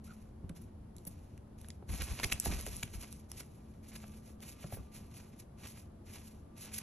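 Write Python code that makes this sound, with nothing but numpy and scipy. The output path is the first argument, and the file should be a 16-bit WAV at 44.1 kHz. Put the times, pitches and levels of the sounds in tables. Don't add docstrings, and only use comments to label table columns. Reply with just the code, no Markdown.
import sys
import numpy as np
from scipy import signal
from scipy.fft import rfft, irfft
from scipy.io import wavfile
from scipy.ndimage import uniform_filter1d

SR = 44100
rng = np.random.default_rng(int(sys.argv[2]) if len(sys.argv) > 2 else 0)


def waveform_to_disk(signal):
    frames = np.transpose(np.atleast_2d(signal))
    scaled = np.clip(frames, -1, 1) * 32767
    samples = np.round(scaled).astype(np.int16)
    wavfile.write(sys.argv[1], SR, samples)


N = 300762
TIME_S = np.arange(N) / SR

# crest t/s, level/dB, opening/s, folding/s
WINGBEATS = [(1.945, -48, 0.062, 0.062), (2.022, -46.5, 0.045, 0.18), (2.113, -49.5, 0.081, 0.18),
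             (2.239, -55, 0.095, 0.061), (2.32, -50, 0.2, 0.071), (2.464, -45, 0.062, 0.085),
             (2.529, -44.5, 0.043, 0.15), (2.605, -53, 0.036, 0.017), (2.735, -52, 0.083, 0.16),
             (2.948, -56, 0.043, 0.16), (3.032, -52, 0.033, 0.064), (3.394, -56.5, 0.1, 0.044),
             (3.951, -58.5, 0.095, 0.12), (4.038, -62, 0.018, 0.091), (4.159, -63.5, 0.11, 0.03),
             (4.279, -63, 0.078, 0.045), (4.445, -59.5, 0.048, 0.032), (4.489, -53, 0.051, 0.049),
             (4.63, -56.5, 0.056, 0.14), (4.739, -56, 0.043, 0.033), (4.962, -56, 0.044, 0.073),
             (5.183, -57, 0.081, 0.079), (5.41, -65.5, 0.093, 0.023), (5.661, -54, 0.082, 0.063),
             (5.781, -59, 0.06, 0.049), (6.149, -53.5, 0.088, 0.12), (6.646, -51.5, 0.081, 0.043),
             (6.751, -50, 0.041, 0.11)]
# start t/s, level/dB, length/s
SHUFFLES = [(0.037, -64.5, 0.28), (0.548, -68, 0.16), (0.95, -72.5, 0.2), (1.071, -67.5, 0.35),
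            (1.576, -65.5, 0.21), (1.886, -50.5, 0.047), (3.456, -70.5, 0.61), (3.826, -63.5, .1)]
# crest t/s, rustle level/dB, half-width/s, sizzle level/dB
SCRAPES = [(0.567, -55.5, 0.0082, -72), (0.62, -73, 0.0054, -59), (1.075, -60.5, 0.0067, -41),
           (2.021, -38, 0.0029, -39.5), (2.1993, -37, 0.0021, -55), (2.234, -30, 0.0012, -58),
           (2.316, -36, 0.0012, -55), (2.453, -38, 0.0048, -37), (3.406, -45.5, 0.006, -73),
           (3.959, -42, 0.0069, -72), (4.428, -55.5, 0.013, -58), (4.743, -66, 0.026, -50.5),
           (5.673, -50.5, 0.0064, -70), (6.785, -46.5, 0.0045, -40)]
# f/Hz, relative density/dB
FEATHER_SPECTRUM = [(150, 0), (800, -6.5), (1700, -8), (2500, -2.5), (3300, -8.5), (4700, -7.5), (6300, -5),
                    (8800, -7.5), (10500, -.5), (11300, -1.5), (12200, -12), (13500, -24), (15000, -55)]
# release t/s, level/dB, length/s, final barb rate/Hz, scratch/buzz ratio
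ZIPS = [(2.247, -29.5, .017, 2764, 0.52), (2.3265, -27.5, 0.0092, 3142, 0.71),
        (2.834, -35.5, 0.007, 2945, 1.17)]
# t/s, horn peak/dB, wood re horn/dB, wood f/Hz (set by the grip)
TICKS = [(0.493, -43, -5.5, 1400), (0.495, -47.5, 3.5, 2360), (0.965, -39.5, -11.5, 4000),
         (0.9824, -49.5, 2, 4200), (1.051, -41, -15, 3300), (1.377, -48.5, -4.5, 1550),
         (1.614, -43, -12, 3660), (1.645, -60.5, 11.5, 1280), (1.685, -39.5, -10, 1440),
         (1.703, -43.5, 9, 3540), (2.1898, -43, 9, 1980), (2.3304, -20.5, -32, 2980),
         (2.399, -17, -37, 3640), (2.45, -40, -3, 2300), (2.459, -56, 5, 1450), (2.524, -42, -3, 2520),
         (2.61, -30, -17, 3000), (2.6644, -27.5, -8.5, 1480), (2.766, -30, -23, 2190),
         (3.126, -31, -12, 2680), (3.3158, -31, -6, 2700), (4.404, -52, -1, 3000)]
# multiple of wood f, level/dB, t60/s
STICK_MODES = [(.55, 4, 0.0034), (1, 9.5, 0.0042), (1.85, 15.5, 0.0011)]
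# f/Hz, level/dB, t60/s
HORN_MODES = [(5650, -16, 0.0045), (8300, -2, 0.0027), (11100, -4.5, 0.0039)]
# t/s, level/dB, f/Hz
BUMPS = [(0.438, -43.5, 233), (0.441, -35, 87), (0.498, -38, 206), (.502, -34.5, 82), (1.069, -38.5, 208),
         (1.825, -42, 415), (2.199, -30.5, 1040), (2.246, -32, 405), (2.459, -27, 814), (2.466, -27.5, 410),
         (2.468, -26.5, 124), (2.524, -31, 363), (2.666, -32.5, 620), (2.677, -37, 465), (2.836, -34, 122),
         (4.04, -39.5, 720), (4.642, -36.5, 643), (4.644, -35, 143), (4.7244, -33, 660), (4.73, -33.5, 108),
         (4.771, -39, 504)]
# crest t/s, level/dB, half-width/s
PUFFS = [(1.905, -35.5, 0.014), (1.945, -37, 0.02), (2.025, -37, 0.028), (2.122, -36.5, 0.023),
         (2.258, -36.5, 0.012), (2.345, -40, 0.019), (2.487, -35.5, 0.018), (2.53, -38, 0.061),
         (2.705, -46.5, 0.12), (2.975, -43.5, 0.037), (4.80, -43.5, 0.019)]
# f/Hz, relative density/dB
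EDDY_SPECTRUM = [(20, -14), (65, 8), (100, -7.5), (200, -13), (400, -31), (1200, -34), (5000, -100)]
# f/Hz, relative density/dB
ROOM_SPECTRUM = [(20, -6.5), (45, 0), (80, 7.5), (130, 0), (230, -3), (450, -14.5), (900, -22),
                 (2000, -35.5), (8500, -48.5), (11200, -39), (15000, -85)]
# f/Hz, side re mid/dB
ROOM_WIDTH = [(60, -24), (200, -15.5), (620, 2), (2300, -5), (8000, 3)]
# f/Hz, median rms level/dB
HUM_TONES = [(77, -74), (217, -62.5), (355, -75)]
# f/Hz, phase lead/rad
PORT_LEAD = [(1600, 0), (3900, .6), (4900, 3.1), (5700, 6.1), (8300, 9), (9500, 9.5), (12000, 12.4)]
# f/Hz, level/dB
PORT_BALANCE = [(1500, -1.3), (2600, -1), (4600, -6.5), (5800, -0.5)]


def feathers(grain_db=2, flutter_db=1.5, sheen_db=3.5, max_crackles_per_s=260, crackle_db=-3.5,
             hard_beat_db=-48):
    power = sum(wingbeat(*row) ** 2 for row in WINGBEATS) + sum(shuffle(*row) ** 2 for row in SHUFFLES)
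    effort = np.hypot(np.sqrt(power), swells([row[:3] for row in SCRAPES]))
    chance = max_crackles_per_s / SR
    caught = rng.random(N) < chance * np.sqrt(np.minimum(effort / from_db(hard_beat_db), 1))
    crackle = from_db(crackle_db) / np.sqrt(chance) * caught * rng.laplace(0, .5, N).clip(-2, 2)
    friction = rng.standard_normal(N) * from_db(grain_db * drift(1100) + flutter_db * drift(90))
    slips = coloured(crackle + friction, FEATHER_SPECTRUM)
    dull = filtered(slips, 1, 4000)
    twist = from_db(sheen_db * drift(50))
    return effort * (dull / twist + (slips - dull) * twist)


def wingbeat(crest_s, db, open_s, fold_s, sweep_s=0.023, open_db=-5.5, fold_db=-5, attack_s=0.011):
    t = TIME_S - crest_s
    unfurled = .5 + .5 * np.tanh((t + open_s) / attack_s)
    opening = unfurled * from_db(open_db * (1 + .5 * np.clip(-2 * t / open_s - 1, -.5, 1)))
    folding = from_db(fold_db) * np.exp(-.5 * np.clip(t / fold_s, 0, 10) ** 2)
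    return np.hypot(from_db(db) * np.where(t < 0, opening, folding), swells([(crest_s, db, sweep_s)]))


def shuffle(start_s, db, length_s, attack_s=0.0059, fade_db_per_s=14):
    t = np.clip(TIME_S - start_s, 0, length_s)
    return from_db(db - fade_db_per_s * t) * np.minimum(t / attack_s, 1) * np.sqrt(1 - t / length_s)


def sizzle(band_hz=(9700, 11100), grain_db=-1):
    grains = rng.standard_normal(N) * from_db(grain_db * drift(900))
    hiss = unit_rms(filtered(grains, 1, band_hz, "band"))
    return hiss * swells([(crest_s, db, width_s) for crest_s, _, width_s, db in SCRAPES])


def zips(start_ratio=.64, jitter=0.13, overtone=0.55, growth=0.74, uneven_db=3, snap=0.7, snap_s=0.001):
    out, hiss = np.zeros(N), coloured(rng.standard_normal(N), FEATHER_SPECTRUM)
    wobble, barbs = drift(2000), from_db(uneven_db * drift(2000))
    for release_s, db, length_s, hz, scratch in ZIPS:
        span = np.arange(round((release_s - length_s) * SR), round(release_s * SR))
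        progress = np.linspace(0, 1, len(span))
        rate_hz = hz * (start_ratio + (1 - start_ratio) * progress ** 2) * (1 + jitter * wobble[span])
        phase = 2 * np.pi * np.cumsum(rate_hz) / SR
        buzz = barbs[span] * (np.sin(phase) + overtone * (np.sin(2 * phase) + np.sin(3 * phase)))
        crack = scratch + snap * np.exp((TIME_S[span] - release_s) / snap_s)
        push = progress ** growth * np.minimum(1, (1 - progress) * 20)
        out[span] += from_db(db) * push * (buzz + crack * hiss[span])
    return out


def ticks(crumble=0.25, crumble_s=0.0011, lead_s=0.00073, horn_cutoff_hz=13200, wood_cutoff_hz=8000):
    out, t = np.zeros(N), TIME_S[:SR // 50]
    for start_s, db, wood_db, hz in TICKS:
        bite = crumble * rng.standard_normal(len(t)) * np.exp(-np.abs(t - lead_s) / crumble_s)
        bite[round(lead_s * SR)] = 1
        wood_modes = [(hz * multiple, mode_db, t60_s) for multiple, mode_db, t60_s in STICK_MODES]
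        wood = struck(bite, wood_modes, wood_cutoff_hz)
        horn = struck(bite, HORN_MODES, horn_cutoff_hz)
        add(out, start_s, from_db(db) * (horn + from_db(wood_db) * wood))
    return out


def struck(force, modes, cutoff_hz):
    sound = 0
    for k, (hz, db, t60_s) in enumerate(modes):
        radius, angle = from_db(-60 / (t60_s * SR)), 2 * np.pi * hz / SR
        feedback = [1, -2 * radius * np.cos(angle), radius ** 2]
        sound += (-1) ** k * from_db(db) * signal.lfilter([0, np.sin(angle)], feedback, force + 1e-18)
    sound = filtered(sound, 4, cutoff_hz)
    return sound / np.max(np.abs(sound))


def bumps(sag=0.085, scuff=0.43, attack_cycles=0.2, t60_cycles=9.4):
    out, t = np.zeros(N), TIME_S[:SR // 5]
    for start_s, db, hz in BUMPS:
        attack = 1 - np.exp(-hz * t / attack_cycles)
        fade = from_db(-60 * t * hz / t60_cycles)
        tone = np.sin(2 * np.pi * np.cumsum(hz * (1 - sag * (1 - fade))) / SR)
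        cloth = unit_rms(filtered(rng.standard_normal(len(t)), 2, [hz / 2, hz * 2], "band"))
        add(out, start_s, from_db(db) * attack * fade * (tone + scuff * cloth))
    return out


def puffs():
    eddies = coloured(rng.standard_normal(N), EDDY_SPECTRUM)
    local_rms = np.sqrt(uniform_filter1d(eddies ** 2, size=1400) + 1e-6)
    return swells(PUFFS) * eddies / local_rms


def peep(crest_s=.108, db=-60, width_s=.028, crest_hz=1370, fall_hz_per_s=1800, waver=0.042, rough_db=6):
    pitch_hz = (crest_hz - fall_hz_per_s * (TIME_S - crest_s)) * (1 + waver * drift(425))
    envelope = swells([(crest_s, db, width_s)]) * from_db(rough_db * drift(220))
    return envelope * np.sin(2 * np.pi * np.cumsum(pitch_hz) / SR)


def room_noise(db=-53, split_hz=150, rumble_fall_db_per_s=0.56, hiss_rise_db_per_s=0.12):
    mid, side = (from_db(db) * coloured(rng.standard_normal(N), ROOM_SPECTRUM) for _ in range(2))
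    side = irfft(rfft(side) * from_db(on_bins(ROOM_WIDTH)), N)
    noise = mid + side * [[1], [-1]]
    rumble = filtered(noise, 1, split_hz)
    t = TIME_S - TIME_S.mean()
    return rumble * from_db(-rumble_fall_db_per_s * t) + (noise - rumble) * from_db(hiss_rise_db_per_s * t)


def hum(waver_db=3.5, wander_rad=1.6, whine_hz=1184, whine_db=-83, whine_start_s=2.5):
    def tone(hz, db, spread_rad):
        amplitude = np.sqrt(2) * from_db(db + waver_db * drift(11))
        return amplitude * np.sin(2 * np.pi * hz * TIME_S + spread_rad * drift(7))
    drone = sum(tone(hz, db, wander_rad) for hz, db in HUM_TONES)
    fade_in = np.clip(2 * (TIME_S - whine_start_s), 0, 1)
    return drone + fade_in * tone(whine_hz, whine_db, 2 * wander_rad)


def reverb(x, t60_s=0.15, wet_db=-13):
    t = TIME_S[:SR // 2]
    tail = rng.standard_normal((2, len(t))) * from_db(-60 * t / t60_s) * (t > .002)
    response = from_db(wet_db) * unit_rms(tail) / np.sqrt(len(t))
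    return signal.fftconvolve(x[None], response, axes=1)[:, :N]


def ports(x):
    lean = from_db(on_bins(PORT_BALANCE) / 2)
    return irfft(rfft(x) * np.array([lean, np.exp(-1j * on_bins(PORT_LEAD)) / lean]), N)


def from_db(db):
    return 10 ** (np.asarray(db) / 20)


def unit_rms(x):
    return x / np.sqrt(np.mean(x ** 2) + 1e-20)


def filtered(x, order, hz, kind="low"):
    return signal.sosfilt(signal.butter(order, hz, kind, fs=SR, output="sos"), x)


def on_bins(points):
    hz, value = np.transpose(points)
    return np.interp(np.log(np.arange(N // 2 + 1) * SR / N + 1), np.log(hz), value)


def coloured(x, spectrum):
    return unit_rms(irfft(rfft(x) * from_db(on_bins(spectrum)), N))


def drift(knots_per_s):
    return unit_rms(np.interp(TIME_S * knots_per_s, np.arange(8000), rng.standard_normal(8000)))


def swells(rows):
    return sum(from_db(db) * np.exp(-np.minimum(((TIME_S - crest_s) / width_s) ** 2, 100))
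               for crest_s, db, width_s in rows)


def add(track, start_s, sound):
    at = max(round(start_s * SR), 0)
    track[at:at + len(sound)] += sound[:max(N - at, 0)]


def scene(left_db=0.44, eddy_side_db=-9):
    birds = feathers() + sizzle() + zips() + ticks() + peep()
    thuds = bumps()
    draught = puffs() + from_db(eddy_side_db) * puffs() * [[1], [-1]]
    lows = (ports(thuds) + draught + room_noise() + hum()) * from_db([[left_db], [-left_db]])
    return ports(birds) + reverb(birds + 2 * thuds) + lows


def record(dry, cutoff_hz=15000):
    return signal.sosfilt(signal.ellip(10, .1, 80, cutoff_hz, fs=SR, output="sos"), dry)


dry = scene()
out = record(dry)
waveform_to_disk(out)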